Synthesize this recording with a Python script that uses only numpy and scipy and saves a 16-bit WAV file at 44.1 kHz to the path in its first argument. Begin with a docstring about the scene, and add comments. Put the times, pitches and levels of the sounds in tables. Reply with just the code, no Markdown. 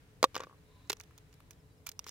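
"""Fingers drop a piece of eggshell that bounces and rattles in a plastic bowl, then crack and pick bits off an egg.
Outdoors, a phone's stereo microphone close by: bowl, shell and egg are decaying modes, struck by brief
contacts and sprays of tiny fractures. Crumbs slide and crunch; thumps and rings go with the cracks. Beneath
lie far traffic rumble, hum, a soft rustle and microphone hiss made of shaped noise, faint gliding bird
chirps and a breathy whistle of narrow noise bands."""
import sys
import numpy as np
from scipy import signal
from scipy.fft import rfft, irfft
from scipy.io import wavfile
from scipy.ndimage import uniform_filter1d

SR = 44100
rng = np.random.default_rng(int(sys.argv[2]) if len(sys.argv) > 2 else 0)


def ratio(d):
    """dB to gain"""
    e = np.asarray(d, float) / 20
    return 10 ** e


def dump(signal):
    """Clip the signal to [-1, 1] and save it as 16-bit WAV at the path in sys.argv[1]."""
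    limited = np.clip(np.atleast_2d(signal).T, -1, 1)
    pcm = np.round(limited * 32767).astype(np.int16)
    wavfile.write(sys.argv[1], SR, pcm)


N = 92610
TIME = np.arange(N) / SR
SIDES = np.array([[.5], [-.5]])  # left, right: shares out a left-minus-right level in dB


def unit(x):
    """Scale to rms 1."""
    return x / np.sqrt(np.mean(x ** 2))


def curve(rows, at, log=False):
    """Read a two-column table at given places, on a log axis if asked."""
    places, values = np.array(rows, float).T
    if log:
        return np.interp(np.log(at + 1), np.log(places + 1), values)
    return np.interp(at, places, values)


def ring(push, hz, t60):
    """One mode struck by a push: it decays by 60 dB in t60 seconds."""
    pole = np.exp(2j * np.pi * min(hz, .45 * SR) / SR - np.log(1000) / (t60 * SR))
    return signal.lfilter([1], [1, -pole], push).imag


def band(hz, width_hz):
    """Noise through a resonance, rms 1."""
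    return unit(signal.lfilter(*signal.iirpeak(hz, hz / width_hz, SR), rng.standard_normal(N)))


def walk(rate_hz):
    """Slow random wander, spread 1: noise averaged twice."""
    k = int(SR / rate_hz)
    return unit(uniform_filter1d(uniform_filter1d(rng.standard_normal(N), k), k))


def add(out, start_s, sound, left_lag_s):
    """Mix in a two-channel sound, the left a little later."""
    for side, lag_s in enumerate((left_lag_s, 0)):
        i = int(round((start_s + lag_s) * SR))
        n = min(sound.shape[1], N - i)
        out[side, i:i + n] += sound[side, :n]


# spectrum of far rumble and hiss: pitch_hz, relative level_db (per Hz)
FAR_SPECTRUM = [(13, -49.5), (22, -14), (83, -3.5), (171, -8), (202, -19), (289, -13.5), (323, -38),
                (426, -19.5), (806, -26.5), (3500, -38), (5300, -38.5), (15600, -42.5), (16500, -58.5)]
# likeness of the two microphone sides: pitch_hz, correlation (0-1; below 0 is taken as 0)
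FAR_LIKENESS = [(60, 0.91), (130, 0.88), (290, 0.67), (640, 0.43), (1410, -0.01), (3100, -0.08),
                (6820, -0.02), (15000, -0.01)]
# tilt of the far sound to one side: pitch_hz, left_minus_right_db
FAR_BALANCE_ROWS = [(60, 1.5), (110, 1.0), (200, 0.5), (380, -0.5), (700, 0.5), (1290, 0.5), (2380, 2.0),
                    (4400, 0.0), (8120, 2.0), (15000, 1.5)]
# steady hum lines: pitch_hz, level_db
HUM_LINES = [(285.3, -77), (339.1, -80), (430.7, -74.5), (484.5, -83.5)]
# rustle of hands and leaves: time_s, level_db
RUSTLE_LEVEL = [(0, -71.5), (.2, -74), (.33, -69.5), (.6, -74.5), (.85, -72.5), (1.1, -73), (1.33, -73),
                (1.5, -74.5), (1.65, -79.5), (1.95, -80.5), (2.1, -65)]
FAR_DB, HUM_WIDTH_HZ = -60.5, 7.3
RUSTLE_HZ, RUSTLE_WIDTH_HZ = 1800, 1500


def distance():
    """Rumble alike on both sides, hiss unrelated; wavering hum lines and a soft rustle."""
    hz = np.arange(N // 2 + 1) * SR / N
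    like = np.clip(curve(FAR_LIKENESS, hz, True), 0, 1)
    # more mid than side noise makes left and right alike
    mid = rfft(rng.standard_normal(N)) * np.sqrt(1 + like)
    side = rfft(rng.standard_normal(N)) * np.sqrt(1 - like)
    shape_db = curve(FAR_SPECTRUM, hz, True) + SIDES * curve(FAR_BALANCE_ROWS, hz, True)
    far = unit(irfft((mid + 2 * SIDES * side) * ratio(shape_db), N))
    hum = sum(ratio(db) * band(pitch_hz, HUM_WIDTH_HZ) for pitch_hz, db in HUM_LINES)
    rustle_noise = np.array([band(RUSTLE_HZ, RUSTLE_WIDTH_HZ) for _ in SIDES])
    rustle = rustle_noise * ratio(curve(RUSTLE_LEVEL, TIME) + 0.5 * walk(28))
    return ratio(FAR_DB) * far + hum + rustle


GRAINS_PER_S, GRAIN_SPREAD_DB = 6900, 5.5
GRAIN_CAP = 2.2  # no fracture rises above the smallest by more than this many spreads


def crackle(t, t60, smallest_db):
    """One snap, then a fading spray of smaller fractures at random instants."""
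    chance, sign, size = rng.random((3, len(t)))
    rise_db = GRAIN_SPREAD_DB * np.minimum(-np.log(1 - size), GRAIN_CAP)
    grains = (chance < GRAINS_PER_S / SR) * np.sign(sign - .5) * ratio(smallest_db + rise_db)
    return grains * ratio(-60 * t / t60) + (t == 0)


PIECE_DETUNE, PIECE_SPREAD_DB = .03, 2  # random spread of pitch (as a fraction) and of level on each side


def piece(push, modes, tilt_db=0):
    """Modes of one bit of shell, each bit tuned and turned differently; energy of rms 1 held for 5 ms."""
    draws = rng.standard_normal((len(modes), 3))
    sound = 0
    for k, ((hz, db, t60, pan_db), draw) in enumerate(zip(modes, draws)):
        tilted_db = db + tilt_db * np.log2(hz / 3000)
        gain = ratio(tilted_db + pan_db * SIDES + PIECE_SPREAD_DB * draw[1:, None])
        sound = sound + (-1) ** k * gain * ring(push, hz * (1 + PIECE_DETUNE * draw[0]), t60)
    return sound / np.sqrt(np.sum(sound ** 2) / SR / .01)  # 5 ms on each of two sides


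# shell piece hitting the bowl: start_s, level_db, deep_ring_db, tick_db, left_minus_right_db (of the bowl)
SHELL_BOUNCES = [(0.2287, -21, 2, -5.5, 5), (.2410, -14, -19, -13, -1), (0.245, -26.5, -22.5, -4, 4),
                 (0.3449, -42.5, -13, -5, 7), (0.3537, -32.5, -28, -4, -3), (0.3647, -27, -35, -10, 1.5),
                 (0.3783, -39.5, -24, -7, -5), (0.3952, -45, -20, -13, 2), (0.403, -35.5, -18, -20, 2),
                 (0.4051, -38.5, -32, -7, 4), (0.418, -44.5, -9, -18, 0), (0.4244, -45.5, -10, -16.5, 0),
                 (0.4355, -40, -12, -10, 3), (0.4424, -48.5, -12, -15, 1), (0.4696, -47.5, -12, -23, 1),
                 (0.4963, -51, -12, -23, 2), (.5104, -53, -13, -29, 3), (.517, -61, -10, -29, 2),
                 (0.527, -54.5, -16, -28.5, 3), (0.5343, -56.5, -15, -30, 1), (.545, -58, -12, -30, 0),
                 (0.5523, -60.5, -12, -30, -2)]
# modes of the plastic bowl: pitch_hz, level_db, t60_s
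BOWL_MODES = [(529, -12, .05), (1151, 3.5, 0.023), (1346, -9, 0.014), (1598, -5.5, 0.014),
              (1860, -5, 0.021), (2210, -14.5, 0.0091), (2302, -18.5, .015), (2733, -3, .012),
              (3680, -5, 0.0033), (3800, -10, 0.029)]
# deep bowl modes, as strong as the blow is central: pitch_hz, level_db, t60_s
BOWL_DEEP_MODES = [(495, -2.5, 0.012), (630, -0.5, 0.022), (860.5, -7, 0.014)]
# brief ringing of shell and fingers, also in crumbs and cracks: pitch_hz, relative level_db, t60_s,
# left_minus_right_db
SHELL_MODES = [(1509, -5.5, 0.0091, -6), (1820, -3.5, 0.0079, 2.5), (2350, 1.5, 0.0055, 2.5),
               (2863, 0, 0.0085, 0), (3517, 1, 0.0079, -0.5), (4260, 4.5, .004, -6),
               (4956, 7.5, 0.0039, -2), (5700, 4.5, 0.0031, -18.5), (6760, 5.5, 0.0019, -22),
               (7010, 4, 0.0034, -6.5)]
# spit into the air, also in cracks: pitch_hz, relative level_db, t60_s, left_minus_right_db
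AIR_MODES = [(7970, 0.14, 0.00078, -1), (10160, 0.023, 0.0016, 0.5), (12270, 0.91, 0.0017, -2.5),
             (13800, 0.96, 0.0015, -2.5), (15200, 0.9, 0.0014, -3)]
CONTACT_AT_0_DB_S = 0.00019
SOFTENING = .2  # contact lasts as blow strength to the minus this power
TICK_T60_S, SCRAPE_T60_S = 0.0069, 0.026
GRAIN_DB, SCRAPE_DB, RATTLE_DB = -7.5, -16.5, -12  # smallest tick and scrape fractures; their push on the bowl
TICK_TILT_DB = -3  # per octave
TICK_AIR_DB = -3.5
AIR_FADE = .3  # dB of air lost per dB that a bounce is weaker
BOWL_LAG_S, SHELL_LAG_S, AIR_LAG_S = .0001, .00005, .00002  # the left side hears each this much later


def bowl():
    """Each bounce pushes the bowl's modes; the light shell ticks and scrapes on top."""
    out, t = np.zeros((2, N)), TIME[:6000]
    for start_s, db, deep_db, tick_db, pan_db in SHELL_BOUNCES:
        contact_s = CONTACT_AT_0_DB_S * ratio(-SOFTENING * db)
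        touch = np.sin(np.pi * np.arange(0, contact_s, 1 / SR) / contact_s)
        snap = crackle(t, TICK_T60_S, GRAIN_DB) + crackle(t, SCRAPE_T60_S, SCRAPE_DB)
        blow_and_rattle = (t == 0) + ratio(RATTLE_DB) * snap * (t > 0)
        push = signal.lfilter(-touch / touch.sum(), 1, blow_and_rattle)
        modes = [(hz, mode_db + deep_db, t60) for hz, mode_db, t60 in BOWL_DEEP_MODES] + BOWL_MODES
        body = sum(ratio(mode_db) * ring(push, hz, t60) for hz, mode_db, t60 in modes)
        tick = piece(snap, SHELL_MODES, TICK_TILT_DB)
        air = piece(snap, AIR_MODES)
        add(out, start_s, ratio(db + pan_db * SIDES) * body, BOWL_LAG_S)
        add(out, start_s, ratio(db + tick_db) * tick, SHELL_LAG_S)
        add(out, start_s, ratio((1 + AIR_FADE) * db + tick_db + TICK_AIR_DB) * air, AIR_LAG_S)
    return out


# fine crumbs of shell slide or crunch: start_s, length_s, level_db, brightness_db_per_octave
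CRUMB_SLIDES = [(0.346, 0.041, -51, -9.5), (0.393, 0.056, -55, -13), (1.862, .04, -59, -5.5),
                (2.066, 0.037, -56, 5.5)]


def crumbs():
    """A spray of tiny fractures, sinking slightly, while bits slide or get crushed."""
    out = np.zeros((2, N))
    for start_s, length_s, db, tilt_db in CRUMB_SLIDES:
        t = TIME[:int(length_s * SR)]
        spray = crackle(t, np.inf, 0) * np.sqrt(1 - t / length_s / 2) * (t > 0)
        add(out, start_s, ratio(db) * unit(piece(spray, SHELL_MODES, tilt_db)), SHELL_LAG_S)
    return out


# bird chirps: start_s, length_s, start_pitch_hz, end_pitch_hz, level_db (before flutter)
BIRD_CHIRPS = [(.57, .03, 4050, 4100, -78), (1.35, 0.032, 3800, 4100, -79), (1.59, 0.03, 5500, 4900, -77),
               (1.568, .022, 3500, 3100, -77), (1.698, 0.045, 4800, 4600, -75.5),
               (1.694, 0.03, 3930, 3900, -73), (1.77, 0.027, 5550, 4800, -73),
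               (1.964, 0.015, 5300, 4800, -73)]
CHIRP_FLUTTER_DB = 3  # leaves and distance make the chirps waver


def birds():
    """Far chirps: gliding sines that swell and fade, wavering in level."""
    out = np.zeros(N)
    flutter_db = CHIRP_FLUTTER_DB * walk(150)
    for start_s, length_s, start_hz, end_hz, db in BIRD_CHIRPS:
        progress = np.clip((TIME - start_s) / length_s, 0, 1)
        phase = 2 * np.pi * np.cumsum(start_hz + (end_hz - start_hz) * progress) / SR
        out += ratio(db + flutter_db) * np.sin(np.pi * progress) * np.sin(phase)
    return out


# swell of a faint breathy whistle: time_s, level_db
WHISTLE_LEVEL = [(.6, -102.5), (.68, -83), (.75, -77.5), (.84, -79.5), (.88, -78), (.91, -91)]
# its noise bands: pitch_hz, width_hz, relative level_db
WHISTLE_NOISE = [(1004, 21, 4), (3730, 200, 0), (4024, 80, -1.5)]


def whistle():
    """Narrow bands of noise swell and fade together."""
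    breath = sum(ratio(db) * band(hz, width_hz) for hz, width_hz, db in WHISTLE_NOISE)
    return ratio(curve(WHISTLE_LEVEL, TIME)) * breath


# cracks of the shell: start_s, level_db, crackle_t60_s, brightness_db_per_octave, egg_body_db, air_db,
# left_minus_right_db
SHELL_CRACKS = [(0.873, -70.5, .03, 6, -27, -8, -1), (0.8967, -37.5, 0.011, -4, -30, -6, -2),
                (0.899, -31.5, 0.009, -1, -25, -9.5, 0), (.9013, -32, 0.015, -0.5, -5, -12, -6.5),
                (0.9048, -36.5, 0.017, -8, -10.5, -7, 5), (0.9186, -42.5, 0.013, -4, -14, -8, 2),
                (0.9294, -37, 0.014, -2.5, -9.5, -8.5, -2.5), (0.9685, -60.5, 0.013, 5, -4.5, -11, -4),
                (0.9996, -52, 0.017, 10, -11, -6, -5), (1.004, -55.5, 0.0082, -16, -10, -13, 21),
                (1.01, -57.5, 0.017, -2, -11.5, -4, -15), (1.0358, -61, 0.026, -3, -13, -4.5, -4),
                (1.1084, -66, 0.03, -13, 0, -8, 1.5), (1.1782, -58.5, 0.021, 2, -10, 0.5, -6),
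                (1.184, -58.5, 0.01, 1.5, -15, -18, 9.5), (1.327, -65, 0.044, -1, -17, -7, -7.5),
                (1.34, -70, .02, 6, -12, -5.5, 20.5), (1.4039, -65.5, 0.011, -7, 5.5, 0, 1),
                (1.5076, -51.5, 0.026, -0.5, -12.5, -2, -1), (1.531, -69, 0.022, 1, -15, -7, -8.5),
                (1.8650, -49, 0.012, 1, -39, -5, -7.5), (1.8679, -46.5, 0.019, 2, -45, 6.5, -3),
                (1.8780, -58.5, 0.044, -2.5, 0, -6, 2), (1.8891, -46, 0.011, 4, -11.5, -6, -3),
                (1.8911, -42, 0.014, 4.5, -35, -2.5, 3.5), (1.9163, -51.5, 0.019, 4, -23, -4, -3),
                (1.9921, -37, 0.012, 9, -13, -12, -3), (1.9965, -53, 0.0087, 6.5, -28.5, -21, -4),
                (2.0424, -52, .015, 2, -19, -12, -1.5), (2.0655, -49.5, 0.029, -4, 1.5, -8.5, 0.5),
                (2.071, -53, 0.021, 3, -29, -10, 1), (2.077, -51.5, 0.016, -2, -21, -9, 13),
                (2.0836, -49.5, 0.018, -1, -14, -8, 10), (2.0920, -45, 0.0096, 9, -20, -7.5, -3)]
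# modes of the egg's body: pitch_hz, relative level_db, t60_s, left_minus_right_db
EGG_MODES = [(907, -2.1, 0.0075, 0.6), (1190, 1, 0.0073, 0.91)]


def cracks():
    """Fractures ring the shell and the egg and spit into the air."""
    out, t = np.zeros((2, N)), TIME[:4000]
    for start_s, db, t60, tilt_db, egg_db, air_db, pan_db in SHELL_CRACKS:
        snap = crackle(t, t60, GRAIN_DB)
        shell = piece(snap, SHELL_MODES, tilt_db)
        egg = piece(1. * (t == 0), EGG_MODES)
        air = piece(snap, AIR_MODES)
        add(out, start_s, ratio(db + pan_db * SIDES) * (shell + ratio(egg_db) * egg), SHELL_LAG_S)
        add(out, start_s, ratio(db + air_db + pan_db * SIDES) * air, AIR_LAG_S)
    return out


# thumps and rings of egg and shell as they crack: start_s, level_db, pitch_hz, t60_s
CRACK_RINGS = [(0.901, -30, 411, 0.04), (0.9293, -38, 446, 0.028), (1.8680, -37, 2350, 0.024),
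               (1.868, -44, 1440, 0.021), (2.066, -46, 434, 0.021)]


def thumps_and_rings():
    """Thumps and rings of egg and shell as they crack: each row one decaying mode, 1 dB louder on the left."""
    out, t = np.zeros((2, N)), TIME[:4000]
    for start_s, db, hz, t60 in CRACK_RINGS:
        add(out, start_s, ratio(db + SIDES) * ring(1. * (t == 0), hz, t60), BOWL_LAG_S)
    return out


SMALL_HZ = 298  # small things send out little below this


def scene():
    """Bowl, crumbs, cracks and their thumps without deep bass, over birds, whistle and distance."""
    far = distance()
    highpass = signal.butter(2, SMALL_HZ, "high", fs=SR, output="sos")
    near = signal.sosfilt(highpass, bowl() + crumbs() + cracks() + thumps_and_rings())
    return near + birds() + whistle() + far


def top_cut(x):
    """Nothing passes above the cut-off."""
    return signal.sosfilt(signal.butter(12, 16820, fs=SR, output="sos"), x)


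def record(dry):
    """The phone cuts the top steeply above 16.3 kHz."""
    lowpass = signal.ellip(6, .5, 50, 16300, fs=SR, output="sos")
    mix = signal.sosfilt(lowpass, dry)
    return top_cut(mix)


dry = scene()
out = record(dry)
dump(out)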